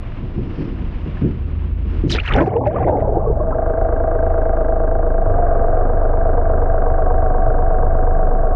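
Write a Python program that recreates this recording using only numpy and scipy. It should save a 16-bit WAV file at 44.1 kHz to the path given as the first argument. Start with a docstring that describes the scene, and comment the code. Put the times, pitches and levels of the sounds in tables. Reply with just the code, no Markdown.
"""At sea, beside an idling boat: a camera in its housing is lowered through the surface, heard by one microphone.
In air, shaped noise makes wind on the port and a distant thin hiss of engine and sea.
Then a fizzing splash with a low thump: noise spray, and damped sines for the entry and for bubbles leaving the housing.
Under water the six-cylinder engine throbs (tones) and knocks (struck resonances) through the hull;
it sags and recovers as the gear is engaged and a gear whine, a wavering tone, sets in."""
import sys
import numpy as np
from scipy import signal
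from scipy.fft import rfft, irfft, next_fast_len
from scipy.io import wavfile
from scipy.ndimage import uniform_filter1d, map_coordinates

SR = 44100
rng = np.random.default_rng(int(sys.argv[2]) if len(sys.argv) > 2 else 0)


def field_ratio(decibels):
    """Amplitude ratio for a level in dB (20 dB per decade); scalars and array-likes work."""
    return 10 ** (np.asarray(decibels, dtype=float) / 20)


def inscribe(sig):
    """Save sig as 16-bit PCM at rate SR to the path in sys.argv[1].

    A 1-D sig is mono; a 2-D sig holds one channel per row.
    Samples are clipped to [-1, 1] before scaling.
    """
    pcm = np.round(np.clip(np.atleast_2d(sig).T, -1, 1) * 32767)
    wavfile.write(sys.argv[1], SR, pcm.astype(np.int16))


N = 377055


def unit(x):
    """Scaled to rms 1."""
    return x / np.sqrt(np.mean(x ** 2) + 1e-20)


def curves(rows):
    """One value per sample for each column after the time."""
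    s, *columns = np.transpose(rows)
    return [np.interp(np.arange(N) / SR, s, column) for column in columns]


def during(rows):
    """1 while a table lasts, with edges smoothed over about 30 ms."""
    gate = np.interp(np.arange(N) / SR, [rows[0][0], rows[-1][0]], [1, 1], 0, 0)
    return uniform_filter1d(gate, size=SR // 30, mode="nearest")


def wobble(rate):
    """A smooth random curve, rate knots a second."""
    knots = rng.standard_normal(int(N * rate / SR) + 4)
    return map_coordinates(knots, [np.arange(N) * rate / SR])


def noise():
    """White noise of rms 1."""
    return rng.standard_normal(N)


def coloured(x, tone, modes=()):
    """x through a spectrum and resonant peaks (centre_hz, width_hz, level_db), rms 1."""
    m = next_fast_len(N + 8192)
    hz = np.fft.rfftfreq(m, 1 / SR)
    tone_hz, tone_db = np.transpose(tone)
    gain = field_ratio(np.interp(np.log(hz + 1), np.log(tone_hz + 1), tone_db))
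    peaks = sum(field_ratio(db) / (1 + (2 * (hz - centre) / width) ** 2) for centre, width, db in modes)
    return unit(irfft(rfft(x, m) * gain * (1 + peaks), m)[:N])


def coloured_at_own_level(x, tone):
    """x through a spectrum, put back to the level it had."""
    return coloured(x, tone) * np.std(x)


def bubbles(s, size, hz, turns, rise):
    """Damped sines with a soft start that die away over some turns while their pitch drifts by rise."""
    t = np.arange(int(SR * 6 * turns / np.min(hz))) / SR
    age = np.outer(hz, t) / turns
    envelope = (1 - np.exp(-3 * age)) ** 2 * np.exp(-age)
    wave = size[:, None] * envelope * np.sin(2 * np.pi * turns * (age + rise * age * age / 4))
    at = (s * SR).astype(int)[:, None] + np.arange(len(t))
    return np.bincount(at.ravel(), wave.ravel(), N + len(t))[:N]


def swarm(rows, count, centre_hz, spread, turns, scatter_db):
    """Random bubbles over a table's span, pitches log-logistic round the centre, most rising, some falling; rms 1 there."""
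    when, pitch, size, bend = rng.random((count, 4)).T
    s = rows[0][0] + when * (rows[-1][0] - rows[0][0])
    hz = centre_hz[(s * SR).astype(int)] * np.exp(spread * np.log(1 / np.clip(pitch, .02, .98) - 1))
    sizes = field_ratio(-scatter_db * np.log(size + 0.00061))
    x = bubbles(s, sizes, hz, turns, rise=.2 * (bend[:, None] - .35))
    return x / np.sqrt(np.mean(x[int(s.min() * SR):int(s.max() * SR)] ** 2))


def bursts(s, peak_db, rise, fall):
    """Gain of events that climb to a peak and fall away, both in dB per s; their powers add."""
    late = np.arange(N) / SR - np.asarray(s)[:, None]
    drop_db = np.where(late < 0, -rise * late, np.reshape(fall, (-1, 1)) * late)
    return np.sqrt(np.sum(field_ratio(2 * (np.asarray(peak_db)[:, None] - drop_db)), axis=0))


WIND_ENDS_S, GUST_RISE_DB_PER_S = 2.19, 1500
# gusts on the port: start of the fall (peak_s), peak_db, fall_db_per_s
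GUSTS = [(0.231, -24, 250), (.36, -27, 100), (0.381, -17, 294), (.42, -25.5, 69), (0.584, -21, 51),
         (1.066, -20, 253), (1.224, -14, 249), (1.246, -14, 250), (1.288, -26, 95), (1.85, -29, 6),
         (2.037, -17.5, 81)]


def gusts():
    """Strength of the wind on the port until the water covers it: sharp rises, each with its own fall."""
    s, peak_db, fall = np.transpose(GUSTS)
    return during([(0,), (WIND_ENDS_S,)]) * bursts(s, peak_db, GUST_RISE_DB_PER_S, fall)


# air, then water, moving round the housing: time_s, rumble_db, deep_surge_db
FLOW = [(0, -34, -34.5), (1.2, -28, -27.5), (2.25, -31.5, -24), (2.36, -17, -19.5), (2.57, -26.5, -37.5),
        (2.86, -19.5, -25.5), (3.2, -26, -40), (3.31, -22.5, -28), (3.8, -33, -21.5), (4.5, -31, -33),
        (8.55, -27.5, -33)]
# spectrum of the rumble: pitch_hz, relative level_db per Hz
FLOW_TONE = [(30, -120), (50, -3), (70, 2.5), (100, -2.5), (130, -3), (200, -10), (300, -19), (400, -120)]
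# spectrum of the deep surges: pitch_hz, relative level_db per Hz
SURGE_TONE = [(8, -120), (16, -11.5), (38, -2), (60, -5.5), (90, -120)]
SURGE_SWINGS_DB, SURGES_PER_S = 2.5, 6
GUST_RUMBLE_DB = -6.5  # what a gust adds to the rumble, over its own strength


def flow():
    """Air and then water moving past the housing rumble; gusts shake it too, and the deepest part comes in surges."""
    rumble_db, surge_db = curves(FLOW)
    rumble = coloured(field_ratio(0.7 * wobble(16)) * noise(), FLOW_TONE)
    rumble_gain = np.hypot(field_ratio(rumble_db), field_ratio(GUST_RUMBLE_DB) * gusts())
    surge = field_ratio(SURGE_SWINGS_DB * wobble(SURGES_PER_S)) * coloured(noise(), SURGE_TONE)
    return rumble_gain * rumble + field_ratio(surge_db) * surge


LULL_DB = -36  # wind left between gusts
# spectrum of the wind on the port: pitch_hz, relative level_db per Hz
WIND_TONE = [(65, -40), (110, 0.5), (329, -5), (361, -3.5), (419, -15.5), (459, -11.5), (542, -27),
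             (800, -38), (1040, -63.5), (1760, -120)]
# hiss in air: time_s, level_db, treble_level_db
HISS = [(0, -43, -77.5), (.5, -43, -68.5), (.62, -40.5, -60), (.75, -43, -73), (1.25, -42, -72.5),
        (1.35, -46, -77), (1.8, -47.5, -89.5), (1.93, -42.5, -67.5), (2.1, -43.5, -82)]
# spectrum of the hiss: pitch_hz, relative level_db per Hz
HISS_TONE = [(290, -33), (500, -4.5), (783, -9.5), (830, -12), (964, -8.5), (1550, -15), (1990, -17),
             (2810, -17.5), (7840, -56.5), (10200, -72), (17200, -120)]
# spectrum of its treble: pitch_hz, relative level_db per Hz
HISS_TOP = [(3000, -42), (4200, -4), (5200, -2), (6200, -21), (8000, -59.5)]


def air():
    """Lumpy wind buffet on the port and a distant hiss of engine and sea, all shaped noise."""
    buffet = coloured(field_ratio(1.2 * wobble(38)) * noise(), WIND_TONE)
    wind = np.hypot(gusts(), field_ratio(LULL_DB) * during([(0,), (WIND_ENDS_S,)]))
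    hiss = coloured(field_ratio(1.2 * wobble(20) + 1.2 * wobble(90)) * noise(), HISS_TONE)
    top = coloured(noise(), HISS_TOP)
    hiss_db, top_db = curves(HISS)
    return wind * buffet + during(HISS) * (field_ratio(hiss_db) * hiss + field_ratio(top_db) * top)


# films of water snapping on the port, close to the microphone: start_s, peak_db
SNAPS = [(2.1047, -14.5), (2.118, -12.5), (2.1763, -40.5), (2.2863, -42), (2.338, -24.5), (2.362, -40),
         (2.4646, -46), (2.6702, -35), (2.6813, -39.5), (2.9702, -53.5), (3.0056, -55)]
# spectrum of a snap: pitch_hz, relative level_db per Hz
SNAP_TONE = [(800, -46.5), (2500, 4), (6000, -8), (9000, -21.5), (12000, -40)]


def snaps():
    """Films of water snap as single sharp clicks, a fraction of a millisecond long."""
    s, db = np.transpose(SNAPS)
    spikes = np.bincount((s * SR).astype(int), field_ratio(db), N)
    clicks = coloured(spikes, SNAP_TONE)
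    return clicks * spikes.max() / np.abs(clicks).max()


# housing breaking the surface: time_s, fizz_db, fizz_centre_hz, spray_db
FIZZ = [(2.05, -47.5, 1320, -82), (2.07, -65, 3000, -71.5), (2.114, -29, 3830, -24.5),
        (2.192, -22, 2130, -62), (2.23, -38, 2900, -62.5), (2.29, -29, 2150, -49.5),
        (2.302, -31.5, 2250, -63), (2.37, -30, 1700, -56.5), (2.484, -44, 1374, -63.5),
        (2.5, -74, 1424, -103)]
# spectrum of the spray: pitch_hz, relative level_db per Hz
SPRAY_TONE = [(2000, -54), (4000, -0.5), (6000, -7), (8000, -22.5), (11000, -36.5), (15000, -47)]


def surface():
    """Breaking the surface: a fizz of very many small bubbles that comes in clumps, under noise spray."""
    fizz_db, fizz_hz, spray_db = curves(FIZZ)
    fizz = swarm(FIZZ, count=1100, centre_hz=fizz_hz, spread=.14, turns=3.5, scatter_db=3.3)
    fizz = fizz * unit(field_ratio(5 * wobble(80)))
    spray = coloured(field_ratio(3.0 * wobble(120)) * noise(), SPRAY_TONE)
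    return during(FIZZ) * (field_ratio(fizz_db) * fizz + field_ratio(spray_db) * spray)


# air still leaving the housing: time_s, gurgle_db, treble_db
GURGLE = [(2.1, -37, -28.5), (2.2, -53, -56), (2.262, -46, -29.5), (2.36, -19, -28.5),
          (2.425, -13.5, -32.5), (2.445, -36, -49), (2.485, -27.5, -45.5), (2.63, -22.5, -63),
          (2.7, -28.5, -47.5), (2.83, -17.5, -40), (2.93, -21, -59), (3.36, -31.5, -63), (3.6, -33, -75)]
# bigger gulps of air on top of it: peak_s, peak_db, treble_peak_db
GLUGS = [(2.156, -28, -28), (2.398, -14, -43), (2.539, -23.5, -39.5), (2.57, -24.5, -41.5),
         (2.667, -24, -32.5), (2.766, -18.5, -34), (2.886, -17, -34), (3.008, -32, -39.5),
         (3.166, -20, -55), (3.305, -33, -63.5), (3.516, -28.5, -59)]
GLUG_RISE_DB_PER_S, GLUG_FALL_DB_PER_S = 352.5, 212
TREBLE_DB_PER_S = 799  # rise and fall alike
# what the flooded hollows of the housing let through: pitch_hz, relative level_db
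HOLLOWS = [(120, -31), (250, -7.5), (500, -7.5), (820, -1.5), (1000, -7), (1400, -10), (3000, -66.5)]
# water closing over the port dulls the small bubbles: pitch_hz, relative level_db
WET_PORT = [(400, -22.5), (1000, 3.5), (3000, -3.5), (3600, -7), (6000, -36.5), (12000, -71)]


def gurgle():
    """Air gurgles out of the hollows: a low and a high swarm of bubbles, swelling at each gulp."""
    low_db, high_db = curves(GURGLE)
    s, peak_db, treble_db = np.transpose(GLUGS)
    low_gain = np.hypot(field_ratio(low_db), bursts(s, peak_db, GLUG_RISE_DB_PER_S, GLUG_FALL_DB_PER_S))
    high_gain = np.hypot(field_ratio(high_db), bursts(s, treble_db, TREBLE_DB_PER_S, TREBLE_DB_PER_S))
    low = swarm(GURGLE, count=1000, centre_hz=np.full(N, 540.), spread=.18, turns=6, scatter_db=1.2)
    high = swarm(GURGLE, count=3200, centre_hz=np.full(N, 1800.), spread=0.17, turns=4.2, scatter_db=3.5)
    low = coloured_at_own_level(low, HOLLOWS)
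    high = coloured_at_own_level(high, WET_PORT)
    return during(GURGLE) * (low_gain * low + high_gain * high)


# large bubbles, and the low thump (62 Hz) and knock (430 Hz, 2.148 s) of the housing entering the water:
# start_s, level_db before the envelope, pitch_hz, decay_turns, pitch_rise (ratio, below 0 falls)
ENTRY_AND_BUBBLES = [(2.369, -5, 258.6, 5.9, .05), (2.395, -3, 322, 6.4, .03), (2.474, -2.5, 390, 2.4, .03),
                     (2.143, -5, 61.96, 1.1, 0.012), (2.148, -5.5, 430, 1.5, -0.0012),
                     (2.412, -16, 535, 2, 0.018), (2.465, -9, 753, 9, 0), (2.512, -14, 731, 12, 0.033),
                     (2.552, -3, 441, 10, .14), (2.606, -22, 1090, 11, 0.021), (2.662, -3, 824, 5, -0.027),
                     (2.664, -3, 552, 11, 0.18), (2.76, -10.5, 1184, 6.4, 0),
                     (3.022, -4.5, 640, 4.2, 0.016), (3.168, -4.5, 340, 2.4, 0.0094),
                     (3.248, -6, 600, 4.5, 0.03), (3.26, -17.5, 1110, 11, 0.011),
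                     (3.37, -6, 616, 3.7, -0.039), (3.399, -11, 348.6, 2.3, 0), (3.4, -17, 1060, 10, .05),
                     (3.521, -16.5, 1018, 7.2, 0), (3.526, -15.5, 1300, 7.3, 0),
                     (3.555, -8.5, 646, 11, -0.041), (2.762, -11, 751, 5.4, -0.014),
                     (2.878, -4, 691, 12, -0.18), (2.915, -7, 539, 10, -0.13), (2.945, -9.5, 741, 10, 0),
                     (3.076, -10.5, 412, 9, .05), (3.478, -7.5, 643, 14, 0), (3.072, -6, 537, 4.8, 0.022),
                     (3.167, -6, 470, 4.8, -.08), (3.158, -9, 718, 9, 0.065),
                     (3.27, -2.5, 455, 4.6, -0.019), (3.298, -0.5, 429, 3.2, .02),
                     (3.405, -6, 621, 8, -0.0038)]
# small bubbles and drops on the housing: start_s, level_db before the envelope, pitch_hz
TICKS = [(.12, -29, 1630), (1.171, -26.5, 1600), (2.098, -12, 2890), (2.106, -17, 3000), (2.117, -7, 4600),
         (2.125, -2.5, 3560), (2.136, -14, 3180), (2.149, -10, 3620), (2.183, -8.5, 1310),
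         (2.187, -4, 2260), (2.2, -5, 2570), (2.2615, -15, 2620), (2.277, -9, 2780), (2.2874, -7.5, 2430),
         (2.309, -7.5, 1173), (2.3361, -7.5, 2840), (2.339, -9, 3230), (2.363, -25, 5170),
         (2.412, -19, 2140), (2.5376, -30, 2060), (2.5642, -28, 2630), (2.8426, -21.5, 1850),
         (2.8732, -25.5, 1960), (2.9702, -32, 1970), (3.0054, -34, 1890), (3.782, -34, 1900)]


def entry_and_single_bubbles():
    """The housing's entry thump and knock, and bubbles and drops heard one by one, each a damped sine."""
    entry_and_large = sum(bubbles(np.array([s]), field_ratio(np.array([db])), np.array([hz]), turns, rise)
                          for s, db, hz, turns, rise in ENTRY_AND_BUBBLES)
    s, db, hz = np.transpose(TICKS)
    return entry_and_large + bubbles(s, field_ratio(db), hz, turns=4.1, rise=0.1)


# engine speed: time_s, firings_per_s
SPEED = [(0.0, 26.75), (3.3, 25.94), (4.0, 26.63), (4.6, 26.07), (5.15, 26.37), (5.35, 23.76), (5.55, 23.5),
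         (5.7, 22.43), (5.9, 25.2), (6.15, 25.01), (6.5, 24.52), (7.2, 25.03), (7.9, 24.64), (8.55, 25.08)]


def firings():
    """Running count of cylinder firings; six make an engine cycle."""
    return np.cumsum(curves(SPEED)[0]) / SR


# gear whine: time_s, pitch_hz, level_db
WHINE = [(5.2, 670, -48), (5.39, 703, -22), (5.62, 672, -24), (5.72, 715, -30), (5.98, 748, -34),
         (6.2, 735, -38), (6.38, 720, -25), (6.55, 738, -36), (6.78, 748, -29.5), (7.1, 742, -28.5),
         (8.55, 742, -28.5)]
# a faint gear line that moves with the whine once the speed settles: ratio to its pitch, rms dB, start
OVERTONE, OVERTONE_DB, OVERTONE_FROM_S = 1.5, -42, 6.8
# dull thumps through the hull: start_s, pitch_hz, peak_db, length_s
THUMPS = [(2.552, 116, -20, 0.18), (2.806, 124.3, -22.5, 0.11), (5.231, 95.8, -19, 0.18),
          (7.421, 107.5, -20, 0.091)]


def gear():
    """A tooth whine that sags slowly and springs back once an engine cycle, and dull thumps."""
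    hz, db = curves(WHINE)
    sag = during([(5.7,), WHINE[-1]]) * signal.sawtooth(2 * np.pi * (firings() - 3.55) / 6, .3)
    hz = hz + 12 * sag + 1.5 * wobble(30)
    phase = 2 * np.pi * np.cumsum(hz) / SR
    whine = np.sqrt(2) * during(WHINE) * field_ratio(db + 1.2 * wobble(14)) * np.sin(phase)
    overtone = np.sqrt(2) * field_ratio(OVERTONE_DB + 3 * wobble(12)) * np.sin(OVERTONE * phase + wobble(25))
    out = whine + during([(OVERTONE_FROM_S,), WHINE[-1]]) * overtone
    t = np.arange(N) / SR
    for s, thump_hz, thump_db, length in THUMPS:
        arch = np.sin(np.pi * np.clip((t - s) / length, 0, 1))
        out = out + field_ratio(thump_db) * arch * np.sin(2 * np.pi * thump_hz * t)
    return out


# in air the exhaust carries the middle orders, under water the hull carries the first:
# time_s, then level_db of firing orders 1, 2, 3, 4
THROB = [(0, -28.5, -58, -39, -30), (1, -29.5, -35, -30, -56), (1.9, -61.5, -21, -23.5, -54),
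         (2.6, -56, -42, -36.5, -28.5), (3.1, -21, -25.5, -36, -31.5), (4, -18.5, -35.5, -25, -33),
         (4.6, -16, -27, -27, -39), (5.7, -13.5, -29.5, -29.5, -32), (6.2, -14, -30, -24, -35.5),
         (7.6, -13, -27.5, -26.5, -36), (8.1, -12, -31, -27.5, -36), (8.55, -13, -29.5, -38, -35)]
# under load the propeller pulls the throb ahead of the firing: time_s, lead_rad
LEAD = [(0, 1.4), (5.2, 1.4), (5.42, 3.3), (8.55, 3.4)]


def throb(fired):
    """Low firing orders as clean tones; all but the first waver in level and phase."""
    angles = [curves(LEAD)[0], -2.4, -1.2, 1]  # rad
    waver_db, waver_rad = .9, .2  # times 0, 1, 2, 3 for the four orders
    out = np.zeros(N)
    for k, db in enumerate(curves(THROB)):
        phase = 2 * np.pi * (k + 1) * fired + angles[k] + waver_rad * k * wobble(6.3)
        out = out + np.sqrt(2) * field_ratio(db + waver_db * k * wobble(5.4)) * np.cos(phase)
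    return out


# the hull heard through water: pitch_hz, relative level_db per Hz
HULL_TONE = [(110, -48), (190, -21.5), (275, -9.5), (318, -13), (410, -9.5), (468, -3.5), (555, -8),
             (651, -5), (795, -7), (830, -16.5), (1140, -21.5), (1260, -21.5), (1580, -24.5), (1800, -40),
             (4500, -70), (5850, -109), (9900, -120)]
# hull resonances on top of that: pitch_hz, width_hz, level_db
PLATES = [(352, 110, 0), (482, 52, -1.5), (655.3, 70, 7), (1174, 140, 5.5), (1840, 710, 4.5)]


def hull_rush(fired, since, pulsed):
    """Noise of the shaken hull: a share of its power swells with each firing, the rest is steady."""
    # a cylinder shakes the hull nearly the same way each time: part of the noise repeats with the engine cycle
    same = np.interp(fired % 6, np.linspace(0, 6, num=9000), rng.standard_normal(9000))
    shake = .9 * unit(same) + .4 * noise()
    hz, db = np.transpose(HULL_TONE)
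    heavy = np.c_[hz, db - np.interp(hz, [1150, 1400], [0, 14])]  # only the heavy plates ring on after the blow
    early = (since + 0.091) % 1  # pressure builds a little before the knock
    swell = coloured(early * np.exp(-early / 0.24) * shake, heavy, PLATES)
    steady = coloured(shake, HULL_TONE, PLATES)
    share = np.clip(pulsed, 0, 1)
    return np.sqrt(share) * swell + np.sqrt(1 - share) * steady


# what each firing rings: pitch_hz, relative level_db, decay_turns
KNOCK = [(1555, -8, 4.6), (1423, -9.5, 3.9), (1184, -17.5, 8.4), (1060, -19, 6.9), (943, -13, 6),
         (759.3, -8.5, 8.7), (647.3, 3, 7.4), (480, -12.5, 4.3), (340, -11, 3.3)]
# cylinders sit nearer some plates than others: level_db of each of the six firings at idle, one row per KNOCK mode
REACH = [(0, -3, 2, 0, -0.5, -2.5), (3.5, -1, -3, -1, 2.5, -1), (-4, 3.5, -1.5, 1, 0.5, -4.5),
         (-9.5, -6.5, -9, 3.5, -5.5, -0.5), (3.5, -2, -2, -4.5, -3.5, -9), (-4, -2.5, -6, 2.5, 2, -7),
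         (0.5, -0.5, -3.5, -3, -3.5, -0.5), (-6.5, -4, 0.5, 2, 3, -8.5), (5, -3.5, -5.5, 5.5, -5.5, -3)]
# the same with the propeller turning: level_db of each of the six firings, one row per KNOCK mode
LOADED_REACH = [(0.5, 1, 2.5, 2, 1.5, 4), (3, 6.5, 3, -2.5, 4, 1.5), (3.5, 5, 0.5, 7, 4.5, 7),
                (6, 0.5, 3, 8.5, 2.5, -0.5), (5.5, -3, 2, 10.5, 7, -0.5), (1, -3.5, -2.5, 1, -5.5, -10),
                (2, -7.5, -3, -5, -14, 1.5), (-2, -4, -1.5, -2.5, -6.5, -2),
                (-2.5, -3.5, -1.5, -2, -7.5, 3.5)]
ENGAGED_S = 5.3
# water and housing round off the knock: pitch_hz, relative level_db
MUFFLE = [(200, 1), (1700, -0.5), (1850, -20), (2300, -8.5), (3200, -24.5), (6000, -72)]
# valve gear: pitch_hz, relative level_db per Hz
RATTLE_TONE = [(1600, -35), (1900, 4.5), (2400, -11), (3000, -16), (4000, -31), (5500, -62)]
# valve rattle, before the knock's own gain: time_s, level_db
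RATTLE = [(3.3, -50.5), (4.4, -46), (4.8, -47.5), (6.9, -46.5), (7.7, -50)]


def hull_knock(stroke, since):
    """Each firing strikes the hull's modes into damped ringing, with valve rattle over it."""
    at = np.flatnonzero(np.diff(since) < 0)
    s = at / SR
    which = stroke[at + 1].astype(int) % 6
    uneven_db, detune, spread_s = 1.0, .004, .002
    knock = np.zeros(N)
    for (hz, db, turns), idle, loaded in zip(KNOCK, REACH, LOADED_REACH):
        # from each cylinder the blow reaches the heavy plates at its own delay
        delay = spread_s * rng.random(6)[which] * (hz < 900)
        reach_db = np.where(s < ENGAGED_S, np.take(idle, which), np.take(loaded, which))
        size = field_ratio(db + reach_db + uneven_db * rng.standard_normal(len(at)))
        pitch = hz * (1 + detune * rng.standard_normal(len(at)))
        knock = knock + bubbles(s + delay, size, pitch, turns, rise=0)
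    rattle = coloured((0.25 + np.exp(-since / 0.17)) * noise(), RATTLE_TONE)
    return coloured_at_own_level(knock, MUFFLE) + field_ratio(curves(RATTLE)[0]) * rattle


# engine through the hull: time_s, rush_db, share of the rush that swells with the firing (0-1), knock_gain_db
HULL = [(2.9, -29.5, 0.03, -59), (3.3, -33, 0.6, -29.5), (3.6, -24, 0.7, -12.5), (4.5, -24, 0.64, -11.5),
        (5.2, -24.5, 0.87, -14), (5.45, -23, 0.2, -16), (5.9, -23.5, 0.36, -16.5), (7, -24.5, 0.33, -13.5),
        (8.55, -25.5, 0.2, -17.5)]


def engine():
    """The firing count drives throb, hull rush and knock together; rush and knock come in under water."""
    fired = firings()
    stroke = fired - .33  # the blow comes a third of a firing after the count
    since = stroke % 1
    rush_db, pulsed, knock_db = curves(HULL)
    rush = field_ratio(rush_db) * hull_rush(fired, since, pulsed)
    knock = field_ratio(knock_db) * hull_knock(stroke, since)
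    return throb(fired) + during(HULL) * (rush + knock)


def scene():
    """Everything reaches one microphone."""
    splash = surface() + gurgle() + entry_and_single_bubbles()
    return (flow() + air() + snaps() + splash + gear() + engine())[None]


def top_cut(x):
    """Nothing passes above the cut-off."""
    return signal.sosfilt(signal.butter(12, 14200, fs=SR, output="sos"), x)


def record(dry):
    """The loudest peaks are squeezed below 0.95 of full scale; a faint preamplifier hiss joins in."""
    squeezed = dry / (1 + np.abs(dry / .95) ** 6) ** (1 / 6)
    hiss_tone = [(1000, -3.0), (4000, -8.0), (6500, -9), (8000, -34.0), (20000, -38)]  # pitch_hz, level_db per Hz
    hiss = field_ratio(-81 + 2 * wobble(3)) * coloured(noise(), hiss_tone)
    return top_cut(squeezed + hiss)


dry = scene()
out = record(dry)
inscribe(out)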